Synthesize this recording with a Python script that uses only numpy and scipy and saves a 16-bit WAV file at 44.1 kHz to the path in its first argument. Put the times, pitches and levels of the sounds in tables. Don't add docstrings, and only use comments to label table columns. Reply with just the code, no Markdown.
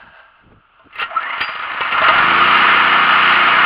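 import sys
import numpy as np
from scipy import signal
from scipy.fft import rfft, irfft, next_fast_len
from scipy.io import wavfile
from scipy.ndimage import uniform_filter1d

SR = 44100
rng = np.random.default_rng(int(sys.argv[2]) if len(sys.argv) > 2 else 0)


def ratio_of_db(decibels):
    return 10 ** (np.asarray(decibels, float) / 20)


def file_out(sig):
    cols = np.atleast_2d(sig).T
    lim = np.clip(cols, -1, 1)
    pcm = np.round(lim * 32767).astype(np.int16)
    wavfile.write(sys.argv[1], SR, pcm)


N = 160965

SPEED = [(1.45, 13.1), (1.7, 14), (1.9, 14.3), (1.94, 15), (2.0, 16.6), (2.09, 20), (2.15, 22.1),
         (2.23, 25), (2.3, 27.2), (2.37, 28.4), (2.456, 29.9), (2.55, 31), (2.66, 31.4), (2.8, 31.2),
         (2.95, 30.6), (3.12, 30.15), (3.4, 30.2), (3.65, 30.4)]
A_FIRING_S = 2.203

# [t/s, level/dB, treble lift and equal bass cut/dB]
CLATTER = [(.88, -60, 5.5), (.94, -44, 1.5), (1.02, -25, 9), (1.07, -40, -7.5), (1.16, -35, -9),
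           (1.3, -28.5, -7.5), (1.4, -24, 1), (1.53, -27, 2.5), (1.7, -24.5, -2), (1.9, -21, .5),
           (1.97, -16.5, -2.5), (2.1, -12.5, -2.5), (2.25, -12.5, -0.5), (2.45, -11, 1.5), (2.7, -10.5, 1),
           (2.9, -12, 0.5), (3.05, -11.5, 0), (3.3, -11, 2), (3.65, -11.5, -2)]
# [f/Hz, relative level/dB]
CASING = [(150, -51), (250, -17.5), (400, -23), (700, -12.5), (1250, -6.5), (1610, -8), (2910, -14.5),
          (3600, -25), (4750, -27), (5400, -26), (8000, -33.5), (16000, -39.5)]
# [f/Hz, width/Hz, relative level/dB]
PANELS = [(673, 20, -17), (844, 8.3, 2), (976, 49, -7), (1086, 26, 4), (1192, 84, -2), (1264, 23.4, 10),
          (1371, 53, 2), (1500, 23.3, 5.5), (1766, 37, -8), (2103, 29, 2), (2509, 48, -13.5),
          (2673, 20, -5), (2894, 122, -16)]
PANEL_DB = 1.5
CYCLE_DEPTH, CYCLE_DECAY = 0.35, 0.74
TICKS_PER_S, TICK_SPREAD_DB = 5000, 0.5
SLOW_DEPTH, SLOW_SHARE = 4.6, 0.32

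# [t/s, level/dB]
ENGINE = [(1.45, -57.5), (1.7, -50), (1.9, -45.5), (1.94, -38), (2.09, -32.5), (2.23, -26), (2.37, -24),
          (2.55, -26), (2.7, -26.5), (3.1, -28), (3.65, -28.5)]
# [multiple of the cycle rate, relative level/dB]
EXHAUST = [(1, -25), (2, -5), (3, -12), (4, -6), (5, -2), (6, 0), (7, 0), (8, -4), (9, 0), (10, -9),
           (11, -9), (12, -2), (13, -10), (14, -9), (15, -5), (16, -6)]
EXHAUST_WAVER_DB, PUFF_DB = 1.3, -9
SECOND_PULSE_CYCLES, SECOND_PULSE = .35, .85
MUFFLER_HZ, MUFFLER_WIDTH_HZ, MUFFLER_DB = 348, 23, -1

# [t/s, level/dB, rattle decay/s, brightness/dB per octave]
CLANKS = [(0.794, -37.5, 0.0034, -14), (0.9275, -34.5, 0.0041, 6.5), (0.9548, -24.5, 0.0045, 16.5),
          (0.9847, -18, 0.0055, 3), (0.998, -15.5, 0.0032, 6), (1.0036, -19, 0.0091, 17),
          (1.016, -12, 0.0091, -4), (1.024, -14.5, 0.006, 4.5), (1.0386, -20, 0.0031, 5),
          (1.1677, -22, 0.0026, -10), (1.2044, -22.5, 0.006, 2.5), (1.229, -18, 0.0033, -0.5),
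          (1.2995, -22, 0.0042, 0), (1.3324, -29, 0.0054, -0.5), (1.3794, -18, 0.0048, 0),
          (1.4077, -9.5, 0.0078, 10), (1.4129, -7.5, 0.0021, 5.5), (1.4243, -15, 0.0026, 13.5),
          (1.437, -17, 0.005, 4), (1.4907, -18, 0.0036, -2), (1.552, -19, 0.0042, -1.5),
          (1.592, -24, 0.0076, -1), (1.6227, -17, 0.0046, 1), (1.7146, -17.5, 0.0055, -2),
          (1.745, -18, 0.0048, -7.5), (1.807, -8.5, 0.006, -5), (1.831, -16.5, 0.0065, 6.5),
          (1.921, -8.5, 0.0089, 5.5), (2.0163, -4.5, 0.0075, -7), (2.0376, -8, 0.012, 0),
          (2.0837, -0.5, 0.0066, -6.5), (2.1824, -5.5, 0.0083, -2)]
# [f/Hz, relative level/dB, time to fall 60 dB/s]
STEEL = [(648, -12, 0.11), (896, -6.5, 0.095), (1050, -8, 0.12), (1269, -4.5, 0.054), (1376, 4, .08),
         (1623, -16.5, 0.096), (1880, 1, .07), (2081, -3, 0.14), (2330, -5, .06), (2675, 2.5, 0.033),
         (2823, -4.5, 0.045), (3154, -15, 0.073), (3830, -19, .02)]
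CRACK_DB, CRACK_AIR_DB = -3, -18

# [t/s, f/Hz, level/dB before the steel resonances]
WHINE = [(1.07, 560, -53), (1.105, 667.5, -26), (1.14, 893, -21.5), (1.165, 1270, -18), (1.185, 1420, -25),
         (1.21, 1650, -34), (1.245, 1850, -28), (1.285, 2040, -34), (1.36, 2090, -28.5),
         (1.42, 2090, -59.5)]
WHINE_WOBBLE_HZ, WHINE_BARE_DB = 70, -10

# [f/Hz, level/dB, time to fall 60 dB/s]
CUP = [(4775, -23, .45), (4720, -30, .3), (7170, -36, .2), (9050, -38, .12), (12500, -36, .1)]
PING_S = 1.412

# [t/s, level/dB]
CORD = [(0, -42), (.08, -42), (.14, -47.5), (.2, -41.5), (.26, -51.5), (.32, -54.5), (.39, -54), (.45, -58),
        (.55, -63), (.7, -61), (.79, -57.5), (.86, -60), (.9, -62)]
# [f/Hz, width/Hz, relative level/dB]
HOUSING = [(635, 49, 4), (890, 60, 5.5), (1110, 110, -2.5), (1335, 100, 4.5), (1597, 78, 7), (2090, 80, -4),
           (2640, 60, -4), (3090, 64, -9)]
HOUSING_HISS_DB = -12.5

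# [t/s, level/dB, length/s, top f/Hz]
BUMPS = [(.06, -42.5, 0.036, 150), (.47, -42, 0.021, 110), (.525, -38, 0.0092, 330), (.5, -44, 0.048, 204),
         (.57, -42, 0.023, 120), (.865, -42, 0.011, 330), (1.04, -44, 0.049, 337), (1.16, -34, 0.0037, 400),
         (0.97, -48, 0.0067, 330), (1.42, -48, 0.0094, 330), (1.947, -32.5, .015, 330),
         (2.19, -30.5, 0.052, 45)]

SLAB_T60_S, SLAB_DB = 0.13, -10

# [f/Hz, relative level/dB]
YARD = [(20, 3), (50, 4.5), (100, -6), (180, -14), (300, -12), (450, -14.5), (700, -10.5), (1000, -5.5),
        (1370, 6), (1750, -20), (2200, -14.5), (2800, -9.5), (3300, -17.5), (4200, -31), (5400, -42.5),
        (16000, -61.5)]
YARD_DB, RUMBLE_DB = -53, -47.5

# [f/Hz, gain/dB]
LOW_RATE_TONE = [(20, -12.5), (3200, 3), (4700, -9), (5500, -27.5), (5900, -39), (6050, -58), (6200, -38.5),
                 (6600, -31), (7500, -27.5), (7850, -37.5), (8000, -58), (8200, -37.5), (8700, -26.5),
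                 (10200, -25), (12500, -24.5), (15700, -31.5)]
CEILING = .9


def time():
    return np.arange(N) / SR


def curve(table, col):
    table = np.array(table, float)
    return np.interp(time(), table[:, 0], table[:, col])


def unit(x):
    return x / np.sqrt(np.mean(x ** 2))


def fade(seconds, t60):
    return np.exp(-np.log(1000) * seconds / t60)


def colour(x, points):
    points = np.array(points, float)
    size = next_fast_len(N + 4096)
    hz = np.maximum(np.arange(size // 2 + 1) * SR / size, 1)
    gain_db = np.interp(np.log(hz), np.log(points[:, 0]), points[:, 1])
    return irfft(rfft(x, size) * ratio_of_db(gain_db), size)[..., :N]


def band(x, hz, width):
    return signal.lfilter(*signal.iirpeak(hz, hz / max(width, 5), fs=SR), x)


def ring(x, peaks):
    return sum((-1) ** k * ratio_of_db(db) * band(x, hz, width) for k, (hz, width, db) in enumerate(peaks))


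def walk(rate):
    hold = int(SR / rate)
    steps = np.repeat(rng.standard_normal(N // hold + 1), hold)
    return 1.3 * uniform_filter1d(uniform_filter1d(steps, hold), hold)[:N]


def grains(per_s, spread_db):
    draw = rng.random((3, N))
    happens = draw[0] < per_s / SR
    size = ratio_of_db(np.minimum(-spread_db * np.log(1 - draw[2]), 16))
    return happens * np.sign(draw[1] - .5) * size


def tilt(x, lift_db):
    low = signal.sosfilt(signal.butter(1, 1600, fs=SR, output="sos"), x)
    return low * ratio_of_db(-lift_db) + (x - low) * ratio_of_db(lift_db)


def clatter(cycles, speed):
    slow = np.clip(1.6 - speed / 19, 0, 1)
    first = np.exp(-(cycles % 1) / CYCLE_DECAY)
    second = 1.8 * np.exp(-((cycles + .5) % 1) / CYCLE_DECAY)
    swell = 1 + (CYCLE_DEPTH + SLOW_DEPTH * slow) * (first + second)
    share = 1 - slow * (1 - SLOW_SHARE)
    ticks = grains(TICKS_PER_S * share, TICK_SPREAD_DB) * swell
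    ticks = ticks / np.sqrt(share * uniform_filter1d(swell ** 2, SR // 8))
    body = unit(colour(ticks, CASING)) + ratio_of_db(PANEL_DB) * unit(ring(ticks, PANELS))
    on = np.clip((time() - CLATTER[0][0]) / 0.026, 0, 1)
    return tilt(unit(body), curve(CLATTER, 2)) * ratio_of_db(curve(CLATTER, 1)) * on


def exhaust(cycles):
    beat = 0
    for k, db in EXHAUST:
        pair_phase = np.angle(1 + SECOND_PULSE * np.exp(-2j * np.pi * k * SECOND_PULSE_CYCLES))
        level = ratio_of_db(db + EXHAUST_WAVER_DB * walk(12))
        beat = beat + level * np.cos(2 * np.pi * k * cycles + pair_phase + 0.33 * walk(10))
    puff = band(rng.standard_normal(N), 330, 270) * np.exp(-(cycles % 1) / .5)
    gas = unit(beat) + ratio_of_db(PUFF_DB) * unit(puff)
    gas = gas + ratio_of_db(MUFFLER_DB) * band(gas, MUFFLER_HZ, MUFFLER_WIDTH_HZ)
    on = np.clip((time() - ENGINE[0][0]) / .1, 0, 1)
    return gas * ratio_of_db(curve(ENGINE, 1)) * on


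def clanks():
    out = np.zeros(N + 2 * SR)
    span = np.arange(SR // 2) / SR
    short = span[:4000]
    for start, db, length, bright in CLANKS:
        envelope = np.exp(-short / max(length, .001)) * (1 - np.exp(-short / 0.0005))
        rattle = rng.standard_normal(4000) * envelope
        modes = 0
        for hz, mode_db, t60 in STEEL:
            level = ratio_of_db(mode_db + 2.7 * rng.standard_normal() + bright * np.log2(hz / 1600))
            pitch = hz * (1 + 0.01 * rng.standard_normal())
            modes = modes + level * np.sin(2 * np.pi * pitch * span) * fade(span, t60)
        rung = signal.fftconvolve(rattle, modes)
        rung = rung / np.abs(rung).max()
        dull = band(band(rattle, 2400, 2600), 2400, 2600)
        air = ratio_of_db(CRACK_AIR_DB + bright) * np.diff(rattle, prepend=0)
        crack = np.pad(dull + air, (0, len(rung) - 4000)) * ratio_of_db(CRACK_DB)
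        i = int(start * SR)
        out[i:i + len(rung)] += ratio_of_db(db) * (rung + crack)
    return out[:N]


def whine():
    pitch = curve(WHINE, 1) + WHINE_WOBBLE_HZ * walk(200)
    tone = np.sqrt(2) * np.sin(2 * np.pi * np.cumsum(pitch) / SR)
    on = (time() > WHINE[0][0]) & (time() < WHINE[-1][0])
    tone = tone * ratio_of_db(curve(WHINE, 2) + 6.2 * walk(90)) * on
    peaks = [(hz, 4.0 / t60, 0) for hz, _, t60 in STEEL]
    return ratio_of_db(WHINE_BARE_DB) * tone + ring(tone, peaks)


def ping():
    after = np.maximum(time() - PING_S, 0)
    out = 0
    for hz, db, t60 in CUP:
        out = out + ratio_of_db(db + 3.5 * walk(80)) * np.sin(2 * np.pi * hz * after) * fade(after, t60)
    return out


def cord():
    rub = grains(3000, 2.0) * ratio_of_db(2.0 * walk(30))
    hiss = ratio_of_db(HOUSING_HISS_DB) * unit(band(rub, 1600, 2400))
    body = unit(ring(rub, HOUSING)) + hiss
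    on = np.clip((CORD[-1][0] - time()) / .02 + 1, 0, 1)
    return unit(body) * ratio_of_db(curve(CORD, 1)) * on


def bumps():
    out = 0
    for at, db, length, top_hz in BUMPS:
        low_pass = signal.butter(2, top_hz, fs=SR, output="sos")
        thud = signal.sosfilt(low_pass, rng.standard_normal(N))
        out = out + ratio_of_db(db) * unit(thud) * np.exp(-.5 * ((time() - at) / length) ** 2)
    return out


def slab_echo(machine):
    span = np.arange(SR // 3) / SR
    tail = rng.standard_normal(len(span)) * fade(span, SLAB_T60_S) * (span > .004)
    return ratio_of_db(SLAB_DB) * signal.fftconvolve(machine, tail / np.sqrt(np.sum(tail ** 2)))[:N]


def yard(speed):
    air = unit(colour(rng.standard_normal(N), YARD)) * ratio_of_db(YARD_DB + 2.1 * walk(6.2))
    rumble = unit(band(rng.standard_normal(N), 35, 50)) * ratio_of_db(RUMBLE_DB + 4.0 * walk(6))
    return air + rumble * (speed / 30) ** 2


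def scene():
    speed = curve(SPEED, 1)
    cycles = np.cumsum(speed) / SR
    cycles = cycles - cycles[int(A_FIRING_S * SR)]
    machine = clatter(cycles, speed) + clanks() + whine() + ping() + cord()
    mix = machine + slab_echo(machine) - exhaust(cycles) + bumps() + yard(speed)
    return mix[None]


def top_cut(x):
    return signal.sosfilt(signal.butter(12, 15700, fs=SR, output="sos"), x)


def record(dry):
    rounded = CEILING * np.tanh(dry / CEILING)
    mix = colour(rounded, LOW_RATE_TONE)
    return top_cut(mix)


dry = scene()
out = record(dry)
file_out(out)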